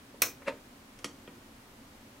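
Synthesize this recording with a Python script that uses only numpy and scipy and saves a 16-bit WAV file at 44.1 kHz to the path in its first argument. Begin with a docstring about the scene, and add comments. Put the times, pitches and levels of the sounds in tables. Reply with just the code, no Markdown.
"""Setting a flip clock

A plastic flip clock on a table in a small, quiet room, close to a stereo microphone, just set by hand.
The mechanism gives one sharp snap, the case knocks dully as the fingers leave the knob, and the plastic
ticks a few times as the other hand eases off the top. A low room hum lies underneath."""
import sys
import numpy as np
from scipy import signal
from scipy.fft import rfft, irfft
from scipy.io import wavfile
from scipy.ndimage import uniform_filter1d

SR = 44100
rng = np.random.default_rng(int(sys.argv[2]) if len(sys.argv) > 2 else 0)


def materialize(psi):
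    """Save the field psi as 16-bit PCM at rate SR to the path in sys.argv[1].

    A 1-D psi becomes a single channel; in a 2-D psi each row is a channel.
    """
    bounded = np.clip(np.atleast_2d(psi).T, -1, 1)
    quanta = np.round(bounded * 32767).astype(np.int16)
    wavfile.write(sys.argv[1], SR, quanta)


N = 97020
TIME = np.arange(N) / SR
HZ = np.maximum(np.fft.rfftfreq(2 * N, 1 / SR), 1)

# Hollow boom of the case. Each row: frequency in Hz, relative level in dB, seconds to fall 60 dB.
CASE_MODES = [(162, -41.5, 0.23), (217.5, -35.5, 0.12), (289.6, -31.5, 0.12), (372.4, -24, 0.045),
              (470.5, -28.5, 0.061)]


def from_db(db):
    """Decibels to gain."""
    return 10 ** (np.asarray(db) / 20)


def at_hz(points, hz=HZ):
    """Read a table on a log-frequency axis."""
    frequencies, values = np.transpose(points)
    return np.interp(np.log(hz), np.log(frequencies), values)


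def filtered(x, gain):
    """Causal, minimum-phase filter with the given gain at each frequency."""
    cepstrum = irfft(np.log(gain + 1e-9))
    cepstrum[1:N] *= 2
    cepstrum[N + 1:] = 0
    return irfft(rfft(x, 2 * N) * np.exp(rfft(cepstrum)))[..., :N]


def whitening(x, bins):
    """Gain that gives a noise burst unit energy, spread evenly over frequency."""
    power = np.abs(rfft(x, 2 * N)) ** 2
    return 1 / np.sqrt(np.abs(uniform_filter1d(power, size=bins)) + 1e-12)


def stereo_noise(correlation):
    """Spectra of two white noises with a given correlation at each frequency."""
    mid, side = rfft(rng.standard_normal((2, 2 * N)))
    alike = np.clip(at_hz(correlation), 0, .999)
    return np.sqrt((1 + alike) / 2) * mid + np.sqrt((1 - alike) / 2) * side * [[1], [-1]]


def panned(x, pan):
    """Tip a stereo sound left or right, by frequency."""
    tilt_db = at_hz(pan) / 2
    return np.array([filtered(x[0], from_db(tilt_db)), filtered(x[1], from_db(-tilt_db))])


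def decay(age, t60):
    """Full level until age zero, then a fall of 60 dB every t60 seconds."""
    return from_db(-60 * np.maximum(age, 0) / t60)


def blow(start_s, rise_s, t60):
    """Envelope of a blow: a straight rise, then a steady decay."""
    age = TIME - start_s
    return np.clip(age / rise_s, 0, 1) * decay(age - rise_s, t60)


def softness(hz, top_hz):
    """Gain of a soft contact, which leaves out the highs above top_hz."""
    return 1 / np.sqrt(1 + (hz / top_hz) ** 10)


def chatter(envelope, colour, top_hz=np.inf):
    """Plastic parts in contact: countless tiny impacts merge into a stereo noise burst."""
    # Width at the microphone. Each row: frequency in Hz, side level against mid in dB.
    width = [(200, -38), (1500, -13.5), (5000, -13.5), (9000, -19), (14000, -0.5)]
    gain = from_db(at_hz(colour)) * softness(HZ, top_hz)
    mid, side = envelope * rng.standard_normal((2, N))
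    mid = filtered(mid, gain * whitening(mid, bins=400))
    side = filtered(side, gain * whitening(side, bins=400) * from_db(at_hz(width)))
    return mid + side * [[1], [-1]]


def ring(peak_s, modes, top_hz=np.inf, swell_s=1 / SR):
    """Decaying modes, struck at once or swelling up to their peak."""
    age = TIME - peak_s
    swell = np.exp(np.minimum(age, 0) / swell_s)
    return swell * sum(from_db(db) * softness(hz, top_hz) * decay(age, t60) * np.sin(2 * np.pi * hz * age)
                       for hz, db, t60 in modes)


def room_tone():
    """Steady room noise with a few humming low resonances."""
    # Noise floor. Each row: frequency in Hz, relative level in dB.
    colour = [(12, -20), (20, 3), (49, -7), (64, -5), (122, 0), (153, -9), (274, 3), (298, -5.5), (362, -4),
              (452, -8.5), (565, -5.5), (614, -8.5), (1130, -9), (1300, -10.5), (1920, -12.5), (2150, -13),
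              (15500, -27)]
    # Its stereo image. Each row: frequency in Hz, left-right correlation.
    correlation = [(60, 1), (280, 0.97), (600, 0.51), (1200, 0.05), (5000, 0.039), (12000, 0.48)]
    # Low hum. Each row: centre in Hz, level in dB, width in Hz.
    resonances = [(72.2, -71.5, 36), (124, -76.5, 5.3), (222.4, -64, 34), (275.2, -65, 51)]
    hiss = irfft(stereo_noise(correlation) * from_db(at_hz(colour)))[:, :N]
    out = from_db(-54.5) * hiss / hiss.std()
    for hz, db, width_hz in resonances:
        peak = 1 / (1 + (2 * (HZ - hz) / width_hz) ** 2)
        hum = irfft(rfft(rng.standard_normal(2 * N)) * peak)[:N]
        out = out + from_db(db) * hum / hum.std()
    return out


def room_reverb(x):
    """A small room: an even, diffuse tail that dies at its own rate in each band."""
    # Reverberation time. Each row: frequency in Hz, seconds to fall 60 dB.
    t60s = [(150, 0.39), (530, 0.19), (1400, 0.21), (4000, 0.21), (10000, 0.18), (16000, 0.19)]
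    # Colour of the tail. Each row: frequency in Hz, gain in dB.
    colour = [(150, 1.5), (530, -3.5), (1300, -5), (2400, -9), (3600, -7), (5600, -6), (7000, -3.5),
              (10000, -9.5), (13000, -9.5), (15500, -1)]
    # Its stereo image. Each row: frequency in Hz, left-right correlation.
    correlation = [(200, 1), (500, 1), (1500, 0.8), (5000, 0.84), (12000, 0.53)]
    noise, tail = stereo_noise(correlation), 0
    edges = np.geomspace(60, 17000, 15)
    for low, high in zip(edges, edges[1:]):
        band = irfft(noise * ((HZ >= low) & (HZ < high)))[:, :N]
        tail = tail + band * blow(start_s=0.0073, rise_s=0.00107, t60=at_hz(t60s, np.sqrt(low * high)))
    in_range = np.where((HZ > edges[0]) & (HZ < edges[-1]), 1, 1e-3)
    gain = from_db(at_hz(colour)) * whitening(tail.mean(axis=0), bins=200) * in_range
    return signal.fftconvolve(x.mean(axis=0)[None], filtered(tail, gain), axes=1)[:, :N]


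def wall_echo(x):
    """The nearest wall returns the low part of each sound to the microphone a moment later."""
    delay_s, top_hz = .0143, 810
    dull = signal.sosfilt(signal.butter(1, top_hz, fs=SR, output="sos"), x.mean(axis=0))
    return from_db(-8.5) * np.interp(TIME - delay_s, TIME, dull, left=0)


def finger_knocks():
    """Fingers slide off: a short rub swells into a dull knock that rings the shell."""
    # Finger contacts. Each row: peak time in seconds, rub gain in dB, swell in seconds,
    # treble limit in Hz, ring gain in dB.
    contacts = [(0.146, -20, 0.0044, 850, -27.5), (0.4215, -22.5, 0.0025, 2520, -32),
                (0.483, -2, 0.0069, 13000, -4)]
    # Colour of the rub. Each row: frequency in Hz, relative level in dB.
    colour = [(100, -2.5), (280, 9), (420, 8.5), (560, 11), (760, 0), (980, 10.5), (1500, 6), (2300, 9.5),
              (3200, -5), (4000, -4), (5500, -13), (11000, -20), (16000, -42)]
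    # Ring of the shell. Each row: frequency in Hz, relative level in dB, seconds to fall 60 dB.
    shell_modes = [(268, -40, 0.21), (472.6, -32.5, 0.14), (556, -23, .06), (583, -34, 0.041),
                   (913, -38, 0.19), (1240, -48, 0.045), (2690, -35, .07)]
    # Balance at the microphone. Each row: frequency in Hz, left over right in dB.
    pan = [(500, -0.7), (1300, 2), (2500, 2), (6000, -.6)]
    out = 0
    for peak_s, rub_db, swell_s, top_hz, ring_db in contacts:
        age = TIME - peak_s
        envelope = np.exp(np.minimum(age, 0) / swell_s) * decay(age, t60=0.073)
        rub = from_db(rub_db) * chatter(envelope, colour, top_hz)
        shell = from_db(ring_db) * ring(peak_s, shell_modes, top_hz, swell_s)
        out = out + rub + shell
    return panned(out, pan)


def case_ticks():
    """Strained plastic slips as the hand eases off: a dry tick rings the top panel, then the case booms."""
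    # Slips. Each row: start in seconds, tick gain in dB, treble limit in Hz, ring and boom gains in dB.
    slips = [(0.9892, -28.5, 10500, -27, -29), (1.0436, -9.5, 10000, 1.5, -12),
             (1.2755, -24.5, 3120, -10.5, -16.5), (1.359, -29, 1300, -15, -44),
             (1.6550, -24, 1370, -30, -43)]
    # Colour of a tick. Each row: frequency in Hz, relative level in dB.
    colour = [(150, -27), (500, 6), (750, 1), (1200, 9), (1600, -1.5), (2100, 8.5), (2700, 8.5), (3300, 9),
              (3900, -1), (4600, 4.5), (5100, -2), (5600, 11), (6600, 2), (8500, 1), (11000, 3.5),
              (16000, -14)]
    # Ring of the top panel. Each row: frequency in Hz, relative level in dB, seconds to fall 60 dB.
    panel_modes = [(1275, -41.5, 0.064), (1424, -41, 0.044), (1897, -43, 0.061), (2143, -49, .07),
                   (2460, -43, 0.039), (3230, -37, 0.029), (4570, -37, 0.021), (5960, -59, 0.02)]
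    rise_s, boom_delay_s = 0.000722, 0.0034
    out = 0
    for start_s, tick_db, top_hz, ring_db, boom_db in slips:
        tick = from_db(tick_db) * chatter(blow(start_s, rise_s, t60=0.052), colour, top_hz)
        panel = from_db(ring_db) * ring(start_s + rise_s, panel_modes, top_hz)
        boom = from_db(boom_db) * ring(start_s + boom_delay_s, CASE_MODES)
        out = out + tick + panel + boom
    return out


def mechanism_snap():
    """The mechanism snaps and rings; a few milliseconds later the case answers and booms."""
    # Colours of the snap and of the case's answer. Each row: frequency in Hz, relative level in dB.
    crack_colour = [(150, -12), (600, 6), (1200, -9.5), (2400, 14.5), (3200, -5), (4200, 9), (4900, -3),
                    (5500, 11.5), (6500, 6.5), (7500, -1), (8700, 6.5), (11000, 4), (12300, 8.5),
                    (13800, 8), (14900, -9), (16000, 6)]
    answer_colour = [(120, -14), (330, -11.5), (500, 13), (750, -2.5), (1200, 13.5), (1800, 7),
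                     (2400, 10.5), (3200, 4.5), (4200, 0), (8000, -10), (16000, -7)]
    # Ring of the mechanism. Each row: frequency in Hz, relative level in dB, seconds to fall 60 dB.
    mechanism_modes = [(540, -35, .03), (1084, -47, 0.047), (1282, -29.5, 0.03), (1744, -59, 0.038),
                       (2240, -26, 0.019), (2510, -30, 0.045), (3990, -49, 0.06), (5100, -47, .04),
                       (6140, -32, 0.043), (12130, -30, 0.054), (12200, -37, .05)]
    # Balance at the microphone. Each row: frequency in Hz, left over right in dB.
    pan = [(1000, -0.5), (5000, -0.5), (9000, 0), (13000, -6)]
    start_s, rise_s = .2187, 0.001207
    answer_s = start_s + 0.00406
    crack = from_db(2) * chatter(blow(start_s, rise_s, t60=0.034), crack_colour)
    answer = from_db(-3) * chatter(blow(answer_s, rise_s=0.00033, t60=0.059), answer_colour)
    mechanism = ring(start_s + rise_s, mechanism_modes)
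    boom = from_db(-15.5) * ring(answer_s, CASE_MODES)
    return panned(crack + answer + mechanism + boom, pan)


def scene():
    """The clock close to the microphone, with the room's reflections and steady tone behind it."""
    low_cut = signal.butter(2, 108, "high", fs=SR, output="sos")  # the clock's sounds are thinned below about 100 Hz
    snap, ticks, knocks = signal.sosfilt(low_cut, [mechanism_snap(), case_ticks(), finger_knocks()])
    clock = snap + ticks + knocks
    into_room = snap + from_db(-4) * ticks + from_db(-5) * knocks
    return clock + wall_echo(clock) + room_reverb(into_room) + room_tone()


def record(dry):
    """A steep low-pass takes off the highest treble."""
    stop_hz = 16300
    return signal.sosfilt(signal.cheby2(20, 70, stop_hz, fs=SR, output="sos"), dry)


dry = scene()
out = record(dry)
materialize(out)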